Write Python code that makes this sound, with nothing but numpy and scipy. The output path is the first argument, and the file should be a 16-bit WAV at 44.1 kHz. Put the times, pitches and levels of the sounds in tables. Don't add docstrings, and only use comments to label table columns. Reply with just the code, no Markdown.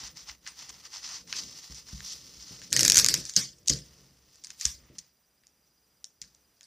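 import sys
import numpy as np
from scipy import signal
from scipy.fft import rfft, irfft
from scipy.io import wavfile
from scipy.ndimage import uniform_filter1d

SR = 44100
rng = np.random.default_rng(int(sys.argv[2]) if len(sys.argv) > 2 else 0)


def dump_mix(stems):
    frames = np.atleast_2d(stems).T
    limited = np.clip(frames, -1, 1)
    pcm = np.round(limited * 32767).astype(np.int16)
    wavfile.write(sys.argv[1], SR, pcm)


def convert_level_to_amplitude(level_db):
    exponent = np.asarray(level_db, float) / 20
    return 10 ** exponent


N = 293706
TIME = np.arange(N) / SR
BODY_TOP_HZ, FIZZ_FROM_HZ = 2800, 9000

# t/s, level/dB, decay time/ms, share sent to the room/dB
GLUE_SLIPS = [(2.7284, 1.5, 0.19, 2), (2.7647, -4, 0.98, -2), (2.7723, -15.5, 2.6, -4),
              (2.7929, -6.5, 1.5, 4.5), (2.808, -9.5, 1.2, -6.5), (2.831, -6.5, 1.7, 1),
              (2.8494, -6.5, 2.8, 4.5), (2.8796, -5, 1.9, -11.5), (2.8985, -4, 2.9, -6.5),
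              (2.9204, -2, 1.1, -2.5), (2.9373, -18.5, .74, -4), (2.9441, -7.5, 1.5, 1),
              (2.9561, -9, 3.9, -6), (2.966, -11.5, .8, -14), (2.9701, -0.5, 1.4, -13),
              (2.9736, -4, .9, 1.5), (2.98, 0.5, 1.3, -4.5), (2.9865, -7.5, 4.5, 2.5),
              (2.997, -9.5, 2.3, -5), (3.0454, 0, .6, -7), (3.0628, -3.5, .72, -5), (3.086, -5.5, 1.45, 1),
              (3.1405, -6, 1.96, -2)]
# t/s, level/dB, relative body level/dB, decay time/ms, share sent to the room/dB
TICK_EVENTS = [(.074, -37, -25, 1.8, -6), (0.2964, -35, 6, 1.7, -11), (.4645, -54.5, 19, 5.4, -9),
               (0.4749, -28, -4, 1.6, 0), (0.6925, -35.5, -11, 6.4, -16), (1.2752, -39, -5, .68, -6),
               (1.327, -39.5, 20.5, 1.9, 6.5), (1.746, -34, -19, 1, 11.5), (1.888, -48, 2, 1.5, 8),
               (2.005, -31, 1, 0.98, -7), (2.106, -33, -35, 0.91, -2), (2.126, -28, -16, 0.86, -11),
               (2.617, -35, -1, 1.2, 3.5), (2.7044, -36, -31, .8, 14.5), (2.7218, -31.5, -6, 6.5, -7.5),
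               (3.253, -22.5, -21, 0.94, 3.5), (3.294, -26, -15, 3.2, 3), (3.3372, -30.5, -16, 2, 6),
               (3.3568, -26.5, -26, 1, -9), (3.3634, -1, -22, 0.36, 2), (3.3654, 1, -21, 0.57, 4),
               (3.5844, -52, -25, 3.6, 2), (3.66, -40, -7, 0.84, 5), (3.672, -33, -29, 2.3, -19.5),
               (3.6757, -18.5, -42, 2.7, -4), (3.6828, -9, -47, 1.7, -12.5),
               (3.6954, -13.5, -37, 5.2, -2.5), (3.698, -12.5, -17, 2.9, 1), (3.7015, -10.5, -39, 1.3, -5),
               (3.735, -24.5, -17, 3.4, -54), (3.7878, -36.5, -20, 2.1, -5), (4.3573, -40, -13.5, .43, -10),
               (4.4383, -35, -20, 2, 8.5), (4.4456, -29.5, -27, 2, -27), (4.4697, -32.5, -15.5, 1.5, -24),
               (4.504, -28.5, -7, 2.3, -40), (4.5986, -32.5, -22, 1.3, -7), (4.611, -22.5, -14, 2.9, 4),
               (4.6527, -7, -20, 0.71, 2), (4.6542, -10, -22.5, 1.8, -10), (4.9835, -32, -22.5, 7.7, -8),
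               (4.9894, -37.5, -37, 2.8, -16), (5.4361, -57.5, 2, 1.5, 5.5),
               (5.4691, -40.5, -21.5, .7, -6.5), (6.043, -26, -25.5, 1.3, -8),
               (6.2159, -28.5, -24, 2.6, -5), (6.2238, -35, -8, 1.2, -11), (6.24, -49, 3, 1.2, 0),
               (6.3484, -46.5, -25, 1.5, -2.5), (6.609, -39, -5, 1.3, -4.5), (6.631, -42, -23.5, 1.4, 6.5)]
# f/Hz, relative level/dB
CRACK_SPECTRUM = [(410, -58), (700, -38.5), (1200, -28), (1750, -13.5), (2700, -18), (3160, -14.5),
                  (3740, -11), (4860, -2.5), (5540, -2.5), (6230, 1), (7010, -3), (8100, -11),
                  (12800, -20.5), (15200, -31.5), (16000, -41.5)]
# t/s, length/s, level at start/dB, level at end/dB, relative body level/dB
SLIDING_STROKES = [(0, 0.075, -41, -39.5, -10), (0.173, 0.062, -44.5, -49.5, -11.5),
                   (0.286, 0.0076, -40.5, -39.5, -9), (0.486, 0.0058, -36.5, -43.5, -9.5),
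                   (0.588, 0.062, -44, -45, -11), (0.705, 0.005, -40.5, -55, -9.5),
                   (0.727, 0.078, -51.5, -51.5, -10.5), (0.855, 0.038, -43.5, -54.5, -10),
                   (0.938, 0.032, -41, -36.5, -11.5), (1.046, 0.14, -38, -41.5, -10),
                   (1.297, 0.03, -43.5, -47, -11.5), (1.366, 0.031, -33.5, -32, -16.5),
                   (1.424, 0.38, -45, -48, -14.5), (1.88, 0.17, -46.5, -45, -14),
                   (2.043, 0.078, -38.5, -36, -20.5), (2.151, .12, -47, -51.5, -15),
                   (2.283, 0.24, -51, -45.5, -14), (2.528, 0.15, -46.5, -49.5, -13),
                   (3.173, 0.12, -43, -46.5, -16.5), (3.523, 0.21, -73, -65, -5.5),
                   (3.762, 0.095, -44.5, -61, -14), (3.863, 0.57, -57, -69, -9.5),
                   (4.309, 0.23, -59.5, -63, -12.5), (4.505, 0.1, -51, -58, -11.5),
                   (4.616, 0.06, -41, -36.5, -34), (4.786, 0.12, -67.5, -63.5, -2),
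                   (4.954, 0.13, -59.5, -67.5, -8.5), (5.668, 0.017, -70.5, -74, -13),
                   (6.259, 0.25, -65, -81, -11), (6.56, .1, -73, -67, -13)]
# f/Hz, relative level/dB
RUSTLE_SPECTRUM = [(300, -49.5), (500, -32), (790, -16.5), (1230, -13.5), (1600, -18), (1960, -11.5),
                   (2360, -16.5), (2600, -13.5), (3900, -8), (5100, 1), (6300, -2), (7200, -14),
                   (9400, -24.5), (15000, -30.5)]
# t/s, level/dB, then relative level/dB of the lowest, middle and upper modes
TABLE_BUMPS = [(0.029, -49.5, -7.5, -11.5, -37), (0.295, -59, -2, -25, -25), (0.689, -57.5, -8, -13, -14.5),
               (1.698, -53, -1, 0.5, -12), (1.929, -44.5, 2, -2.5, -31), (2.368, -50.5, -13, -22, -37),
               (2.508, -46, -27.5, -4, -14), (2.971, -38.5, -11.5, -11, -32),
               (3.37, -38, -31.5, -2.5, -9.5), (3.701, -28, -14.5, -7.5, -12.5),
               (4.268, -64, -10, -16, -15), (4.656, -39, -4.5, -16, -42), (4.899, -59, -27, 3, -2),
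               (6.219, -58.5, -13.5, -6, -17)]
# f/Hz, relative level/dB, 60 dB decay time of a bump/s
TABLE_MODES = [(60, 6.5, 0.16), (139.6, -4, 0.25), (180.7, 0, 0.078), (262.6, 1.5, .12), (316.5, -0.5, .1),
               (346.5, -1, 0.087), (486, -0.5, 0.031), (564, -4.5, 0.028)]
# t/s, load/dB
TABLE_LOAD = [(0, -61), (.2, -69.5), (.46, -73.5), (.74, -68.5), (.9, -70.5), (1.3, -63), (1.5, -61),
              (1.63, -71.5), (2.05, -65.5), (2.69, -63), (2.74, -41.5), (2.87, -37), (3.0, -46),
              (3.17, -44), (3.3, -67), (3.97, -69), (4.4, -77), (4.85, -69.5), (5.12, -88.5), (6.66, -83.5)]
# f/Hz, 60 dB decay time/s
REVERB_TIME = [(1000, 0.23), (2000, 0.25), (5000, 0.25), (12000, 0.21)]
# f/Hz, relative level/dB
TAIL_SPECTRUM = [(410, -57), (900, -29.5), (1250, -27), (1880, -17), (2340, -22.5), (3550, -14),
                 (4100, -12.5), (5200, -1.5), (6500, -7.5), (8000, -15.5), (10500, -24.5), (12000, -34.5),
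                 (15000, -41.5)]
# f/Hz, relative level/dB
TONE_SPECTRUM = [(18, -28), (30, -15.5), (194, -10), (300, -12), (630, -14.5), (850, -16), (3000, -20.5),
                 (7100, -23.5), (15000, -22)]
# f/Hz, width/Hz, level/dB, throb either way/dB
FAINT_BANDS = [(4900, 260, -80, -5), (5850, 500, -81, 4)]
# t/s, level/dB
WHINE_LEVEL = [(0, -74), (.37, -81), (2.71, -81), (2.95, -71), (3.1, -76), (3.45, -83), (4.23, -86),
               (4.65, -80), (5.36, -89), (6.66, -88)]


def unit(x):
    return x / np.sqrt(np.mean(x ** 2))


def unit_energy(x):
    return x / np.sqrt(np.sum(x ** 2))


def response(points, size=1024):
    hz, db = np.transpose(points)
    grid = np.maximum(np.arange(size + 1) * SR / (2 * size), 1)
    cepstrum = irfft(np.interp(np.log(grid), np.log(hz), db) * np.log(10) / 20)
    cepstrum[1:size] *= 2
    cepstrum[size + 1:] = 0
    return irfft(np.exp(rfft(cepstrum)))[:size]


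def butter(x, order, hz, kind):
    return signal.sosfilt(signal.butter(order, hz, kind, fs=SR, output="sos"), x)


def three_bands(points):
    h = response(points)
    body = butter(h, 3, BODY_TOP_HZ, "low")
    hiss = butter(h, 3, [BODY_TOP_HZ, FIZZ_FROM_HZ], "band")
    fizz = butter(h, 3, FIZZ_FROM_HZ, "high")
    return [unit_energy(part) for part in (body, hiss, fizz)]


def through(x, h):
    return signal.fftconvolve(x, h)[:N]


def walk(rate):
    k = int(SR / rate)
    held = np.repeat(rng.standard_normal(N // k + 1), k)
    return 1.04 * uniform_filter1d(uniform_filter1d(held, k), k)[:N]


def ring(push, hz, t60):
    pole = np.exp(2j * np.pi * hz / SR - np.log(1000) / (t60 * SR))
    return signal.lfilter([1], [1, -pole], push).imag


def cracks(size=600):
    rows = [(s, db, -15.5, -11.5, ms, room_db) for s, db, ms, room_db in GLUE_SLIPS]
    for s, db, body_db, ms, room_db in TICK_EVENTS:
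        fizz_db = -22.5 + 0.13 * (db + 31) - 4.1 * max(body_db + 9, 0)
        rows.append((s, db, body_db, fizz_db, ms, room_db))
    t = np.arange(size) / SR
    chance = rng.standard_normal((len(rows), 2, size))
    bands = three_bands(CRACK_SPECTRUM)
    near, far = np.zeros(N + size), np.zeros((3, N))
    for (s, level_db, body_db, fizz_db, ms, room_db), (noise, spike) in zip(rows, chance):
        decay = np.exp(-(t / (max(ms, .2) / 1000)) ** 1.3)
        burst = noise * convert_level_to_amplitude(3.0 * spike) * decay
        i = int(s * SR)
        strength = convert_level_to_amplitude(level_db - 4.5) * np.sqrt(ms * SR / 1000)
        for db, h in zip((body_db, 0, fizz_db), bands):
            part = signal.fftconvolve(burst, h)[:size]
            near[i:i + size] += strength * convert_level_to_amplitude(db) * unit_energy(part)
        tint_db = np.array([0.58 * (body_db + 23.5), 0, .6 * (fizz_db + 22.5)])
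        far[:, i] += (strength * convert_level_to_amplitude(room_db + tint_db)) ** 2
    return near[:N], far


def strip():
    first_hz, from_s, growth_per_s = 2080, 2.77, 2.2
    level_db, t60_s, fade_db_per_s = -16.5, 0.026, 60
    out, t = np.zeros(N), np.arange(SR // 10) / SR
    for (s, db, *_), detune in zip(GLUE_SLIPS[1:], rng.standard_normal((len(GLUE_SLIPS), 2))):
        since = max(s - from_s, 0)
        ratios = np.array([[1], [1.55]]) * (1 + .04 * detune[:, None])
        hz = first_hz / (1 + growth_per_s * since) * ratios
        tone = np.array([1, .6]) @ np.sin(2 * np.pi * hz * t) * convert_level_to_amplitude(-60 * t / t60_s)
        out[int(s * SR):][:len(t)] += convert_level_to_amplitude(db + level_db - fade_db_per_s * since) * tone
    return out


def rustle():
    attack_db_per_s, release_db_per_s = 448.5, 319
    power = np.zeros((3, N))
    for s, length, start_db, end_db, body_db in SLIDING_STROKES:
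        span = slice(max(int((s - .15) * SR), 0), int((s + length + .25) * SR))
        t = TIME[span] - s
        db = np.interp(t, [0, length], [start_db, end_db])
        db = db + attack_db_per_s * np.minimum(t, 0) - release_db_per_s * np.maximum(t - length, 0)
        fizz_db = -13 - 0.5 * np.maximum(db + 44, -12) - 0.45 * (body_db + 15.5)
        power[:, span] += convert_level_to_amplitude([db + body_db, db, db + fizz_db]) ** 2
    grains = unit(rng.standard_normal(N) * convert_level_to_amplitude(2.4 * walk(500) + 1.5 * walk(60)))
    out = 0
    for p, h in zip(power, three_bands(RUSTLE_SPECTRUM)):
        out = out + np.sqrt(p) * convert_level_to_amplitude(0.89 * walk(30)) * through(grains, h)
    return out


def table():
    bump_gain_db = (9, 5, 5)
    load_share_db, load_slope = (-67.5, -61, -66.5), (0.67, 1, 0.98)
    shudder_db, shudder_t60_s = (-11.5, -2, -3.5), (0.6, .35, 0.25)
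    out = 0
    load_db = np.interp(TIME, *np.transpose(TABLE_LOAD)) + 60
    jiggle = rng.standard_normal(N) * convert_level_to_amplitude(1.8 * walk(30))
    soft_push = np.hanning(90) / 45
    swell = np.hanning(int(9.6 * SR / 1000))
    for hz, db, t60 in TABLE_MODES:
        bumps = np.zeros(N)
        group = int(hz > 100) + int(hz > 210)
        for s, level_db, *share_db in TABLE_BUMPS:
            bumps[int(s * SR)] += convert_level_to_amplitude(level_db + share_db[group] + db)
        load = convert_level_to_amplitude(load_share_db[group] + load_slope[group] * load_db + db)
        fade = convert_level_to_amplitude(-60 / (shudder_t60_s[group] * SR))
        shudder = through(signal.lfilter([1], [1, -fade], bumps), swell / swell.sum())
        load = load + convert_level_to_amplitude(shudder_db[group]) * shudder
        out = out + convert_level_to_amplitude(bump_gain_db[group]) * ring(through(bumps, soft_push), hz, t60)
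        working = ring(ring(jiggle, hz, 0.46 * t60), hz, 0.46 * t60)
        out = out + load * unit(working)
    return out


def wall(near, size=700):
    delay_ms, level_db = 9, -18
    spread = np.exp(-((np.arange(size) / SR - delay_ms / 1000) / 0.00099) ** 2)
    echo = butter(rng.standard_normal(size) * spread, 2, 8000, "low")
    return convert_level_to_amplitude(level_db) * through(near, unit_energy(echo))


def room(far):
    build_up_ms = 5.6
    late_db, late_t60_s = -26, 0.57
    t = np.arange(SR // 2) / SR
    noise, out = rng.standard_normal(N) * convert_level_to_amplitude(1.6 * walk(250)), 0
    t60_hz, t60_s = np.transpose(REVERB_TIME)
    for hz in 560 * 2 ** np.arange(0, 5, .5):
        t60 = np.interp(np.log(hz), np.log(t60_hz), t60_s)
        power = convert_level_to_amplitude(-120 * t / t60) + convert_level_to_amplitude(2 * late_db - 120 * t / late_t60_s)
        power = power * np.clip(t / (build_up_ms / 1000), 0, 1) ** 4
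        power = power / power.sum()
        sent = far[int(hz > BODY_TOP_HZ) + int(hz > FIZZ_FROM_HZ)]
        band = butter(noise, 2, [hz / 2 ** .25, hz * 2 ** .25], "band")
        envelope = np.sqrt(np.maximum(through(sent, power), 0))
        out = out + band * convert_level_to_amplitude(2.2 * walk(70)) * envelope
    return through(out, unit_energy(response(TAIL_SPECTRUM)))


def quiet():
    throb = np.cos(2 * np.pi * 14.913 * TIME + 1.95)
    hiss = through(rng.standard_normal(N), response(TONE_SPECTRUM, size=4096))
    tone = convert_level_to_amplitude(-72 + 1.2 * walk(6.7)) * unit(hiss)
    for hz, width, db, throb_db in FAINT_BANDS:
        band = butter(rng.standard_normal(N), 2, [hz - width / 2, hz + width / 2], "band")
        tone = tone + convert_level_to_amplitude(db + throb_db * throb + 1.5 * walk(29)) * unit(band)
    whine = np.sqrt(2) * np.sin(2 * np.pi * 14998 * TIME + 1.488 * walk(40))
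    whine_db = np.interp(TIME, *np.transpose(WHINE_LEVEL)) + 9 * np.tanh(2 * throb) + 2 * walk(40)
    return tone + convert_level_to_amplitude(whine_db) * whine


def scene():
    near, far = cracks()
    near = near + strip()
    soft = room(far) + rustle() + quiet()
    soft = signal.sosfilt(signal.ellip(8, .2, 50, 15150, fs=SR, output="sos"), soft)
    thud = butter(table(), 3, [61.6, 664], "band")
    mid = near + wall(near) + soft + thud
    smear = rng.standard_normal(300) / np.sqrt(300)
    treble = signal.sosfilt(signal.ellip(5, .5, 40, 6570, "high", fs=SR, output="sos"), soft)
    wide = through(treble, smear)
    loudness = np.sqrt(uniform_filter1d(mid ** 2, 2000))
    wide = convert_level_to_amplitude(-3.5) * wide / (1 + (loudness / convert_level_to_amplitude(-32)) ** 3)
    return mid + wide * np.array([[1], [-1]])


def roll_off(x):
    return signal.sosfilt(signal.butter(12, 16470, fs=SR, output="sos"), x)


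def record(dry):
    mix = np.clip(dry, -1, 1)
    return roll_off(mix)


dry = scene()
out = record(dry)
dump_mix(out)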